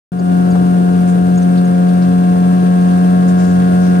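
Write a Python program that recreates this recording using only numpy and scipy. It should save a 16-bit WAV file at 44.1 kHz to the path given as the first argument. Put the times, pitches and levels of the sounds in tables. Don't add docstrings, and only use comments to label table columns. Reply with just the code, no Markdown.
import sys
import numpy as np
from scipy import signal
from scipy.fft import rfft, irfft
from scipy.io import wavfile

SR = 44100
rng = np.random.default_rng(int(sys.argv[2]) if len(sys.argv) > 2 else 0)


def wav_out(sig):
    wavfile.write(sys.argv[1], SR, np.round(np.clip(np.atleast_2d(sig).T, -1, 1) * 32767).astype(np.int16))


N = 176400
T = np.arange(N) / SR
RIGHT_DELAY_S = 0.000439


# time in seconds, crankshaft turns per second.
CRANK_SPEED = [(.3, 89.93), (.6, 89.8), (1.05, 89.6), (1.25, 89.79), (1.5, 89.58), (1.8, 89.82),
               (2.1, 89.86), (2.6, 90.2), (2.85, 90.08), (3.2, 90.41), (3.5, 90.23), (3.85, 90.3)]

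def crankshaft():
    return np.cumsum(over_time(CRANK_SPEED)) / SR + 0.0018 * wander(hz=25.9)


# cycles per turn, level in dB, dB louder on the left, left's head start in radians,
# level drift in dB per second.
ENGINE_TONES = [(1, -35, 1, 0.4, 0), (2, -10, 2, 0.56, 0.28), (3, -27, 1, 1.2, 0), (4, -28.5, 0, 2.43, 0),
                (5, -34.5, 8.5, .65, 0.96), (6, -36.5, 5, 1.51, 1), (7, -33.5, 3, 2.48, 1.7),
                (8, -28, 1, 1.85, -0.15), (9, -48.5, -3, 2.83, .6), (10, -45.5, -4, 2.56, -1.1),
                (11, -48.5, 3, 3.5, -1), (12, -37.5, 4.5, 3.15, 0.5), (13, -40.5, 1.5, 3.38, -1.5),
                (14, -54.5, -3, 3.4, 7), (15, -45.5, -8, 2.8, 0.5), (16, -43.5, 8.5, 3.3, 0.5),
                (17, -49.5, 1, 4.05, 0.3), (18, -42.5, 0.5, 5.23, 2), (19, -55, 3, 5.7, 1.5),
                (20, -57, 1.5, 5, 1.5), (21, -60.5, 3, 6.3, 2.5), (22, -61.5, 3.5, 8.3, 3),
                (30, -54.5, 10.5, 10, 1), (32, -60, 9.5, 8.7, -2.5), (38, -64, 11, 11, -0.5)]
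SWELLS = {1: [(.5, 0.5), (1.8, -2.5), (3.2, -0.5), (3.55, 3), (3.9, 3)], 4: [(.4, 1.5), (1.3, 0.5),
          (2.4, -1), (3.2, 0), (3.9, 1)], 6: [(.5, -2.5), (1.2, -2.5), (1.65, 4.5), (2.2, -1), (3.9, -1.5)],
          12: [(.4, -1.5), (1.5, -7), (2.4, 2.5), (3.3, 2.5), (3.9, 1)], 16: [(.4, 5), (1, 3), (2, 1),
          (2.7, -4), (3.4, 3), (3.9, 5.5)]}
# cycles per turn, level in dB.
HALF_TONES = [(1.5, -40), (2.5, -35), (6.5, -46), (7.5, -48.5)]

def engine_drone(turns):
    out = np.zeros((2, N))
    from_middle_s = T - 2.15
    for cycles, db, left_db, lead, drift in ENGINE_TONES:
        swell_db = over_time(SWELLS[cycles]) if cycles in SWELLS else 0
        level_db = db + drift * from_middle_s + swell_db
        waver_db = 1.65 if cycles % 2 else 0.64
        if cycles == 2:
            waver_db = 0.37
            left_db -= 0.75 * from_middle_s
        out += tone(cycles * turns, level_db, left_db, lead, waver_db)
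    for cycles, db in HALF_TONES:
        lead = 2 * np.pi * cycles * CRANK_SPEED[0][1] * RIGHT_DELAY_S
        out += tone(cycles * turns + .15 * wander(hz=4.6), db, left_db=1.1, lead=lead, waver_db=1)
    return out


# cycles per propeller turn, level in dB.
PROPELLER_TONES = [(3, -37), (7, -48)]
GEAR_RATIO = 2.068

def propeller(turns):
    out = np.zeros((2, N))
    for cycles, db in PROPELLER_TONES:
        cycle_count = cycles * turns / GEAR_RATIO + 0.072 * wander(hz=1.8)
        out += tone(cycle_count, db, left_db=4.2, lead=0.33, waver_db=3.5)
    return out


# frequency in Hz, relative strength in dB.
RUMBLE_SPECTRUM = [(20, -19), (40, -24.5), (60, -16), (85, -5.5), (140, -1.5), (220, -3), (305, -0.5),
                   (345, -4), (385, -4), (425, -8.5), (500, -8), (650, -14), (730, -11.5), (830, -21.5),
                   (1300, -29), (3000, -58)]
# time in seconds, level in dB.
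RUMBLE_LEVELS = [(.3, -26.5), (.9, -25.5), (1.6, -28.5), (2.8, -27), (3.9, -27)]

def exhaust_rumble(turns):
    puffs = 1 + 0.31 * np.cos(4 * np.pi * turns)
    low_cut = signal.butter(3, 40, "high", fs=SR, output="sos")
    level_db = over_time(RUMBLE_LEVELS) + 1.2 * wander(hz=19)
    return amp(level_db) * unit(signal.sosfilt(low_cut, noise(RUMBLE_SPECTRUM) * puffs))


# frequency in Hz, relative strength in dB.
CLATTER_SPECTRUM = [(300, -25), (800, -4), (1120, 0.5), (1250, -2), (1400, -0.5), (1700, -1.5),
                    (1950, -7.5), (2800, -9.5), (3500, -11), (5000, -16.5), (9000, -24), (14000, -48)]
# time in seconds, level in dB.
CLATTER_LEVELS = [(.3, -40.5), (2, -38.5), (3.9, -37)]

def engine_clatter(turns):
    angle = 2 * np.pi * turns
    pulse_db = 1.3 * np.cos(angle) + 1.4 * np.cos(2 * angle) + 0.54 * np.cos(angle / 2)
    rattle = noise(CLATTER_SPECTRUM) * amp(pulse_db + 1.4 * wander(hz=50))
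    return amp(over_time(CLATTER_LEVELS)) * unit(rattle)


# frequency in Hz, relative strength in dB.
HISS_SPECTRUM = [(1000, -9.5), (3000, -5.5), (4500, -2.5), (5900, -5), (6650, -2), (7200, -10.5), (8500, 1),
                 (9400, 0.5), (10200, -3), (11250, -13), (11750, -4.5), (12500, -7.5), (13400, -14),
                 (14000, -19.5)]
# time in seconds, level in dB.
HISS_LEVELS = [(.3, -44.5), (1.2, -44.5), (2.8, -44), (3.4, -44), (3.9, -42.5)]

def bow_wave():
    level_db = over_time(HISS_LEVELS) + .6 * wander(hz=12)
    grainy_hiss = noise(HISS_SPECTRUM) * amp(1.3 * wander(hz=590))
    return amp(level_db) * unit(grainy_hiss)


# start in seconds, length in seconds, level in dB, centre in Hz, width in octaves.
SPLASHES = [(1.071, 0.07, -41, 7500, 0.37), (1.57, .04, -40, 4200, .25), (2.017, .045, -42.5, 4396, 0.39),
            (3.275, 0.049, -39.5, 6760, 0.43), (3.362, 0.25, -43, 6200, 0.36),
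            (3.795, 0.19, -45.5, 5500, .2)]

def spray():
    out = np.zeros((2, N))
    for start, length, db, hz, octaves in SPLASHES:
        add(out, start, burst(length, db, hz, octaves))
    return out


# start in seconds, level in dB, centre in Hz.
KNOCKS = [(0.189, -18.5, 300), (.548, -25, 546), (2.35, -22.5, 258)]

def hull_knocks():
    out = np.zeros((2, N))
    for start, db, hz in KNOCKS:
        add(out, start, burst(0.034, db, hz, octaves=0.8))
    return out


# start in seconds, length in seconds, level in dB, pitch in Hz.
CHIRPS = [(0.19, 0.019, -43, 6800), (0.186, .02, -42.5, 4700), (0.499, .026, -45, 6700),
          (0.506, .026, -46, 4700), (1.357, .007, -41, 6450), (1.373, 0.016, -35.5, 6600),
          (1.425, .012, -43, 8700), (1.415, 0.024, -45.5, 6100), (1.65, 0.015, -45, 6500),
          (1.877, .022, -48, 4600)]
CHIRP_FALL, CHIRP_ROUGHNESS = 0.055, .04

def chirps():
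    out = np.zeros((2, N))
    for start, length, db, hz in CHIRPS:
        progress = np.arange(0, 1, 1 / (length * SR))
        roughness = CHIRP_ROUGHNESS * wander(hz=900)[:len(progress)]
        pitch = hz * (1 - CHIRP_FALL * (progress - .5) + roughness)
        whistle = np.sqrt(2) * np.sin(2 * np.pi * np.cumsum(pitch) / SR)
        add(out, start, amp(db) * np.sin(np.pi * progress) * whistle)
    return out


# frequency in Hz, how alike left and right are (held between 0 and 1 when used).
LIKENESS = [(30, -0.7), (90, -0.4), (250, 1.45), (600, 0.12), (1200, 0.12), (2200, .5), (4000, -0.22),
            (12000, 0)]
# frequency in Hz, dB louder on the left.
BALANCE = [(40, -1), (80, -8), (190, 2), (300, -1.5), (420, -1.5), (600, 3.5), (1500, 1.5), (2700, 1.5),
           (4000, 2.5), (6500, 2.5), (8000, 8.5), (8700, 7), (9500, -2), (13000, 2)]

def noise(spectrum):
    f = np.fft.rfftfreq(N, 1 / SR)
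    left, separate = rfft(rng.standard_normal((2, N)))
    alike = np.clip(over_hz(LIKENESS, f), 0, 1)
    delay = np.exp(-2j * np.pi * f * RIGHT_DELAY_S)
    right = (alike * left + np.sqrt(1 - alike ** 2) * separate) * delay
    side_db = over_hz(BALANCE, f) / 2
    pair = np.array([left * amp(side_db), right * amp(-side_db)])
    return unit(irfft(pair * amp(over_hz(spectrum, f)), N))


def tone(cycle_count, db, left_db, lead, waver_db):
    angle = 2 * np.pi * (cycle_count + rng.random())
    pair = np.array([amp(left_db / 2) * np.cos(angle), amp(-left_db / 2) * np.cos(angle - lead)])
    return np.sqrt(2) * amp(db + waver_db * wander(hz=9.5)) * pair


def burst(length, db, hz, octaves):
    age = 4 * np.arange(SR // 2) / SR / length
    f = np.fft.rfftfreq(len(age), 1 / SR) + 1
    band = np.exp(-.5 * (np.log2(f / hz) / octaves) ** 2)
    hiss = irfft(rfft(rng.standard_normal((2, len(age)))) * band)
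    return amp(db) * unit(hiss) * age * np.exp(1 - age)


def wander(hz):
    f = np.fft.rfftfreq(N, 1 / SR)
    return unit(irfft(rfft(rng.standard_normal(N)) * (f > 0) / (1 + (f / hz) ** 4), N))


def amp(db):
    return 10 ** (np.asarray(db) / 20)


def unit(x):
    return x / np.sqrt(np.mean(x ** 2) + 1e-20)


def over_time(points):
    return np.interp(T, *np.transpose(points))


def over_hz(points, hz):
    f, value = np.transpose(points)
    return np.interp(np.log(hz + 1), np.log(f), value)


def add(mix, start, sound):
    part = mix[:, max(round(start * SR), 0):][:, :sound.shape[-1]]
    part += sound[..., :part.shape[1]]


def scene():
    turns = crankshaft()
    motor = engine_drone(turns) + propeller(turns) + exhaust_rumble(turns) + engine_clatter(turns)
    return motor + bow_wave() + spray() + hull_knocks() + chirps()


START_S, RISE_S, START_DB, TREBLE_LIMIT_HZ = .119, 0.2, -8.5, 14150

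def record(dry):
    switch_on = np.clip((T - START_S) * 1000, 0, 1)
    rise = amp(START_DB * np.clip(1 - (T - START_S) / RISE_S, 0, 1))
    lowpass = signal.firwin(511, TREBLE_LIMIT_HZ, window=("kaiser", 9), fs=SR)
    return signal.oaconvolve(dry * switch_on * rise, lowpass[None], "same")


dry = scene()
out = record(dry)
wav_out(out)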